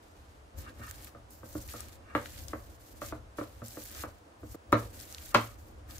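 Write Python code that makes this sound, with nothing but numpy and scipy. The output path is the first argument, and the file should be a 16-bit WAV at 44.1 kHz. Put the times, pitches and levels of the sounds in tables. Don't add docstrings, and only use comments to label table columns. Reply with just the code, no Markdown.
import sys
import numpy as np
from scipy import signal
from scipy.fft import rfft, irfft, next_fast_len
from scipy.io import wavfile
from scipy.ndimage import uniform_filter1d, map_coordinates

SR = 44100
rng = np.random.default_rng(int(sys.argv[2]) if len(sys.argv) > 2 else 0)


def how_loud(loudness_db):
    steps = np.asarray(loudness_db, float) / 20
    return 10 ** steps


def wav_out(sig):
    wavfile.write(sys.argv[1], SR, np.round(np.clip(np.atleast_2d(sig).T, -1, 1) * 32767).astype(np.int16))


N = 264159

# f/Hz, level/dB, t60/s
BASE_MODES = [(503, -3, 0.059), (578, 2, 0.045), (651, -2, 0.042)]
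# f/Hz, level/dB, t60/s
LOW_THUMP_MODES = [(234.9, -4, 0.2), (198.7, -15.5, 0.2)]
# f/Hz, level/dB, t60/s
HIGH_THUMP_MODES = [(308.8, 3.5, 0.095), (337, -7, 0.087)]
# f/Hz, left-right likeness
DIFFUSE_ALIKE = [(60, 0.94), (130, 0.79), (290, 0.98), (640, -0.14), (1410, -0.27), (3100, -0.072),
                 (6820, 0.44), (15000, -1.04)]
SCENE_CHANGE_S = 4.5585
POP_PAN_SCATTER_DB = 4


def unit(x):
    return x / np.sqrt(np.mean(x ** 2) + 1e-20)


def along(points, hz):
    f, v = np.transpose(points)
    return np.interp(np.log(hz + 1), np.log(f + 1), v)


def curves(rows):
    s, *cols = np.vstack(rows).T
    return [np.interp(np.arange(N) / SR, s, c) for c in cols]


def by_sample(x):
    return np.interp(np.arange(N) * 1000 / SR, np.arange(len(x)), x)


def wobble(rate):
    knots = rng.standard_normal(int(N * rate / SR) + 4)
    return map_coordinates(knots, [np.arange(N) * rate / SR])


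def filtered(x, response):
    n = x.shape[-1]
    m = next_fast_len(n + 8192)
    return irfft(rfft(x, m) * response(np.fft.rfftfreq(m, 1 / SR)), m)[..., :n]


def spread(pair, gain, alike):
    turn = lambda hz: np.arccos(np.clip(along(alike, hz), -1, 1)) / 2
    mid, side = filtered(pair, lambda hz: gain(hz) * [np.cos(turn(hz)), np.sin(turn(hz))])
    return unit(np.array([mid + side, mid - side]))


def resonances(modes):
    return lambda f: sum((-1) ** k * how_loud(db) * 1j * f * width / (hz * hz - f * f + 1j * f * width)
                         for k, (hz, width, db) in enumerate(modes))


def ring(modes, t, attack, scatter_db):
    x = 0
    for hz, db, t60 in modes:
        decay = how_loud(db + rng.normal(0, scatter_db) - 60 * t / t60)
        x = x + decay * np.sin(2 * np.pi * hz * rng.normal(1, 0.021) * t)
    x = x * (1 - np.exp(-t / attack))
    return x / np.abs(x).max()


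def burst(spectrum, t, t60):
    noise = filtered(rng.standard_normal(len(t)), lambda hz: how_loud(along(spectrum, hz)))
    x = noise * how_loud(-60 * t / t60) * (1 - np.exp(-t / 0.00025))
    return x / np.abs(x).max()


def air():
    # f/Hz, level/dB per Hz
    hush_spectrum = [(82, -36), (140, -6.5), (264, -11.5), (297, -4.5), (335, -42.5), (377, -6),
                     (607, -6.5), (670, -4.5), (740, -5.5), (1480, -12), (2160, -18), (3550, -22.5),
                     (14800, -30.5), (16000, -21.5)]
    hush = spread(rng.standard_normal((2, N)), lambda hz: how_loud(along(hush_spectrum, hz)), DIFFUSE_ALIKE)
    return how_loud(-59) * hush


def hands():
    # t/s, effort/dB
    grip = [(0.0, -56.5), (0.51, -59.5), (0.59, -41.5), (0.72, -54), (1.15, -51.5), (1.29, -59.5),
            (1.6, -47), (2.0, -54.5), (2.43, -48.5), (2.88, -57), (3.14, -47), (3.3, -58), (4.08, -50.5),
            (4.2, -61), (4.7, -52), (4.86, -46), (5.15, -53), (5.99, -51)]
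    # f/Hz, level/dB per Hz
    rumble_spectrum = [(12, -54), (20, -31), (32, -18.5), (45, -13.5), (70, -5), (96, -10.5), (134, -22.5),
                       (190, -53), (250, -53), (420, -120)]
    still_s, still_db = 0.067, -10.5
    effort_db, = curves(grip)
    since = np.arange(N) / SR - SCENE_CHANGE_S
    still = how_loud(still_db * (since > 0) * np.clip(2 - since / still_s, 0, 1))
    noise = rng.standard_normal((2, 2, N))
    rumble = spread(noise[0], lambda hz: how_loud(along(rumble_spectrum, hz)), [(25, .65), (60, .86), (130, .97)])
    modes = [(hz, 6 / t60, db) for hz, db, t60 in LOW_THUMP_MODES + HIGH_THUMP_MODES + BASE_MODES]
    drag = spread(noise[1], resonances(modes), DIFFUSE_ALIKE)
    lumps_db = 1.2 * wobble(25) + 2.5 * wobble(9)
    drag_db = -60.5 + 0.84 * (effort_db - effort_db.mean()) + 3.1 * wobble(20)
    return still * (how_loud(effort_db + lumps_db) * rumble + how_loud(drag_db) * drag)


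def squeak():
    # t/s, length/s, f/Hz, level/dB
    whistle = (.934, .02, 3270, -63)
    s, length, hz, db = whistle
    u = (np.arange(N) / SR - s) / length
    swell = how_loud(db + 4 * wobble(300)) * np.exp(-(2 * u - 1) ** 4)
    return swell * np.sin(2 * np.pi * hz * length * (u - .02 * u * u))


def pressure():
    # t/s, length/s, pressure/dB, change to the end/dB, wetness/dB
    passes = [(0.03, 0.36, -70.5, -4, -7), (0.588, 0.032, -57, -3.5, 5.5), (0.618, 0.082, -60, -1, -9),
              (0.752, 0.1, -71, 10.5, -0.5), (0.866, .22, -59, -0.5, 1), (1.313, .13, -70, -12.5, 13.5),
              (1.451, 0.26, -64.5, 2, 8), (1.685, 0.12, -53, -1.5, 0.1), (1.82, 0.14, -56, -10, -0.5),
              (2.165, 0.23, -58.5, 4.5, -2), (2.487, 0.031, -58, 0, -6), (2.414, 0.35, -62, -9.5, 4.5),
              (2.801, 0.24, -69.5, 3.5, 5.5), (3.015, 0.079, -56, 0, 3), (3.102, .1, -55.5, -18, -6),
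              (3.377, .26, -59.5, -10, -3), (3.651, 0.29, -60, -1, 7.5), (3.863, 0.16, -60, 12, 0.5),
              (4.401, 0.15, -83, 18.5, 8.5), (4.775, 0.16, -55, -13, -0.5), (4.934, .38, -59, 0.9, 2),
              (5.37, .17, -49.5, -13.5, -1), (5.588, 0.21, -71.5, -18, 8.5), (5.896, .1, -58, -0.5, 2)]
    bite_db_per_s, lift_db_per_s = 900, 550
    peel_db, peel_db_per_s = -13.5, 112
    t = np.arange(0, N / SR, .001)
    s, length, db, change_db, wet_db = np.transpose(passes)[:, :, None]
    before = np.maximum(s - t, 0)
    after = np.maximum(t - s - length, 0)
    gain = how_loud(db + change_db * np.clip((t - s) / length, 0, 1) - bite_db_per_s * before)
    gain = gain * np.maximum(how_loud(-lift_db_per_s * after), how_loud(peel_db - peel_db_per_s * after))
    gain = gain * ((t < SCENE_CHANGE_S) | (s > SCENE_CHANGE_S))
    return by_sample(gain.max(axis=0)), by_sample((gain * how_loud(wet_db)).max(axis=0))


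def ticks():
    count, length = 260, 128
    press = pressure()[0]
    even, normal = rng.random((count, 2)), rng.standard_normal((count, 2))
    at = (even[:, :1] * (N - length)).astype(int) + np.arange(length)
    t = np.arange(length) / SR
    hz = np.clip(6400 * 2 ** (0.65 * normal[:, :1]), 1500, 14500)
    size = press[at[:, :1]] * how_loud(8.5 - 3.5 * np.log(even[:, 1:]))
    snap = size * how_loud(-60 * t / 0.00096) * np.sin(2 * np.pi * hz * t)
    pan = how_loud(POP_PAN_SCATTER_DB * normal[:, 1:] / 2)
    return np.array([np.bincount(at.ravel(), (snap * side).ravel(), N) for side in (pan, 1 / pan)])


def pops():
    # t/s, peak level/dB, f/Hz
    pockets = [(0.586, -40, 7200), (1.015, -37.5, 12400), (1.0465, -28, 12000), (1.3074, -37, 12900),
               (1.072, -42.5, 1990), (1.49, -35, 13900), (1.5299, -35, 6740), (5.147, -29.5, 4460),
               (1.6775, -31, 11900), (1.6896, -38.5, 2310), (1.736, -28.5, 7750), (1.8058, -24, 7160),
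               (2.2144, -40, 6900), (2.2588, -27, 1820), (2.4064, -33.5, 14600), (2.4833, -25, 6000),
               (5.0105, -32, 6000), (3.0644, -31, 6730), (3.661, -31, 6660), (3.683, -27, 8700),
               (3.8377, -29, 13900), (3.915, -27, 12400), (4.5223, -33.5, 9600), (5.001, -29, 6940),
               (5.1258, -29, 7000), (5.183, -31, 3470), (5.26, -30, 11500), (5.292, -32, 11300),
               (5.909, -34.5, 4430), (5.9824, -30, 6850)]
    t = np.arange(SR // 40) / SR
    out = np.zeros((2, N + SR))
    for s, db, hz in pockets:
        pan_db = rng.normal(-1.5, POP_PAN_SCATTER_DB)
        puff = rng.standard_normal((2, len(t))) * (how_loud(-60 * t / .0025) + how_loud(-15 - 60 * t / .025))
        pocket = resonances([(hz, hz / 1.1, 0)])
        puff = filtered(puff, lambda f: pocket(f) ** 2)
        level = how_loud(db + np.array([[pan_db], [-pan_db]]) / 2)
        out[:, round(s * SR):][:, :len(t)] += level * puff / np.abs(puff).max()
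    return out[:, :N]


def crackle(rate, size_db, share):
    chance = rate / SR * how_loud(6 * wobble(60))
    grains = (rng.random(N) < chance) * how_loud(size_db * rng.exponential(1, N))
    swell = signal.lfilter([1], [1, -.93], grains)
    noise = rng.standard_normal((2, N)) * (1 + share * unit(swell))
    z = signal.stft(noise, nperseg=128)[2]
    patches = uniform_filter1d(rng.standard_normal(z.shape[1:]), size=9, axis=0)
    patches = uniform_filter1d(patches, size=4, axis=1)
    return signal.istft(z * how_loud(1.47 * unit(patches)), nperseg=128)[1][:, :N]


def contact():
    # t/s of firmest contact, lead-in/s, lift-off/s, level/dB
    touches_down = [
        (0.68, 0.044, .03, -52),
        (0.84, 0.033, 0.059, -49),
        (1.078, 0.03, .05, -67),
        (1.756, 0.04, .1, -56.5),
        (2.14, 0.071, .02, -53),
        (4.01, 0.078, 0.043, -60),
        (5.14, 0.023, 0.054, -59.5),
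        (5.335, 0.012, .02, -52),
        (5.52, .05, .04, -62),
        (5.9, 0.032, .08, -62),
    ]
    t = np.arange(0, N / SR, .001)
    return by_sample(sum(how_loud(db - 10 * np.maximum((s - t) / lead, (t - s) / lift))
                         for s, lead, lift, db in touches_down))


def strokes():
    # f/Hz, level/dB per Hz
    smear_spectrum = [(880, -37), (1500, -0.5), (2550, -3), (3210, -2.5), (4010, -2.5), (5090, -8),
                      (10000, -10.5), (13000, -15.5), (22000, -120)]
    # f/Hz, level/dB per Hz
    fizz_spectrum = [(4410, -13), (7500, -7.5), (9190, -14), (14500, -4), (15700, -12), (16000, -39)]
    # f/Hz, width/Hz, level/dB
    glaze_modes = [(1233, 89, -2), (1515, 24, -6), (1620, 16, -2.5), (1822, 42, -4.5), (2234, 120, -13.5),
                   (2782, 40, -11.5)]
    smear_gain, fizz_gain = pressure()
    flutter = how_loud(1.8 * wobble(70) + .8 * wobble(18))
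    paste = crackle(300, size_db=2.6, share=.36)
    smear = spread(paste, lambda hz: how_loud(along(smear_spectrum, hz)), [(3000, 0.069)])
    fizz = spread(paste, lambda hz: how_loud(along([(2500, -58)] + fizz_spectrum, hz)), [(9000, 0.031)])
    rub = spread(crackle(120, size_db=5.0, share=0.2), resonances(glaze_modes), [(1200, 0.13)])
    rub_gain = (contact() + how_loud(-17) * smear_gain) * how_loud(2.5 * wobble(45))
    return flutter * (smear_gain * smear + fizz_gain * fizz) + rub_gain * rub


def room(x):
    # f/Hz, t60/s
    decay_times = [(300, 0.28), (1200, 0.23), (4000, 0.21), (12000, 0.16)]
    # f/Hz, left-right likeness
    echo_alike = [(200, 1), (500, 0.62), (1200, 0.13), (3000, 0.071)]
    hz, t, z = signal.stft(rng.standard_normal((2, len(x))), SR, nperseg=256)
    tail = signal.istft(z * how_loud(-60 * t / along(decay_times, hz)[:, None]), SR, nperseg=256)[1]
    tail = spread(tail, lambda f: f > 250, echo_alike) / np.sqrt(tail.shape[1])
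    return signal.fftconvolve(np.pad(x, (130, 0))[None], tail, axes=1)[:, :len(x)]


def knocks():
    # t/s, peak level/dB, push into the counter/dB, rocking of the bowl foot/dB
    blows = [(0.795, -51, 6.5, 1), (1.149, -43, -7, -7), (1.432, -43, -6, -5.5), (1.552, -38, -2.5, 8),
             (1.739, -37, -10, -8), (2.151, -14, -22, -10), (2.533, -27, -17.5, -7),
             (3.018, -26.5, -25, -14), (3.124, -30, -17, -4.5), (3.385, -27, -17.5, -5),
             (3.412, -33, -16.5, 1), (3.619, -38, -1.5, -8.5), (3.771, -38, -12.5, -0.5),
             (4.037, -28.5, -18.5, -9), (4.432, -47, -0.5, 8.5), (4.545, -42, -8, 4),
             (4.727, -8.5, -37, -7), (4.732, -20, -5, -1), (5.347, -5, -28, -20), (5.352, -16, -12, -6.5)]
    # t/s, peak level/dB
    first_touches = [
        (4.7219, -30),
        (5.3435, -25.5),
    ]
    # f/Hz, level/dB, t60/s
    boom_modes = [(112.4, -20, 0.32), (78.5, -20, 0.05)]
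    # f/Hz, level/dB, t60/s
    wall_modes = [(850, -25, 0.015), (990, -1.5, 0.017), (1182, 3.5, 0.024), (1303, 4.5, 0.019),
                  (1530, 1, 0.0085), (1725, -2.5, 0.0092), (2050, -10, 0.0051), (2480, -19, 0.023),
                  (3230, -22, 0.012)]
    # f/Hz, level/dB per Hz
    clack_spectrum = [(500, -28), (900, -3), (1500, -1.5), (2600, -11), (4500, -19), (7000, -59)]
    # f/Hz, level/dB per Hz
    edge_spectrum = [(1290, -30), (2200, 1), (4940, -18), (6260, -9.5), (7930, -26), (15500, -25.5)]
    lead_s = .0001
    t = np.arange(SR // 3) / SR
    out = np.zeros((2, N + SR))
    for s, db, boom_db, rock_db in blows:
        base_db = -2 - 0.26 * (db + 31) + 0.29 * rock_db
        tock = ring(wall_modes, t, 0.00062, scatter_db=0.0)
        bright = clack_spectrum[:3] + [(hz, level + .5 * db + 4) for hz, level in clack_spectrum[3:]]
        clack = how_loud(-8.5) * burst(bright, t, 0.039)
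        clack = clack + how_loud(-6.5 + .5 * db) * burst(edge_spectrum, t, 0.0057)
        base = how_loud(base_db) * np.array([ring(BASE_MODES, t, 0.0021, scatter_db=4.5),
                                        ring(BASE_MODES, t, 0.0065, scatter_db=1.0)])
        thump = how_loud(boom_db - 2) * ring(LOW_THUMP_MODES, t, .003, scatter_db=1.2)
        thump = thump + how_loud(rock_db) * ring(HIGH_THUMP_MODES, t, .0035, scatter_db=1.3)
        boom = how_loud(boom_db) * ring(boom_modes, t, .004, scatter_db=1.2)
        direct = (tock + clack) * how_loud([[1.5], [-1.5]]) + (base + thump) * how_loud([[-1.1], [1.1]]) + boom
        direct = filtered(direct, lambda hz: np.exp(1j * np.pi * hz * lead_s * np.array([[1], [-1]])))
        to_room = tock * how_loud(-60 * t / 0.022) + how_loud(-1.5) * clack + how_loud(-2) * base[0] + how_loud(-15.0) * thump
        heard = (s + t < SCENE_CHANGE_S) | (s > SCENE_CHANGE_S)
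        out[:, round(s * SR):][:, :len(t)] += how_loud(db) * heard * (direct + how_loud(-1.0) * room(to_room))
    for s, db in first_touches:
        tap = ring(BASE_MODES + wall_modes, t, 0.00088, scatter_db=0.0)
        scuff = how_loud(-8 - 60 * t / 0.061) * rng.standard_normal((2, len(t)))
        out[:, round(s * SR):][:, :len(t)] += how_loud(db) * (tap + scuff)
    return out[:, :N]


def scene():
    return air() + hands() + squeak() + ticks() + pops() + strokes() + knocks()


def band_limit(x):
    return signal.sosfilt(signal.butter(12, 16500, fs=SR, output="sos"), x)


def record(dry):
    mix = filtered(dry, lambda hz: hz < 15650)
    return band_limit(mix)


dry = scene()
out = record(dry)
wav_out(out)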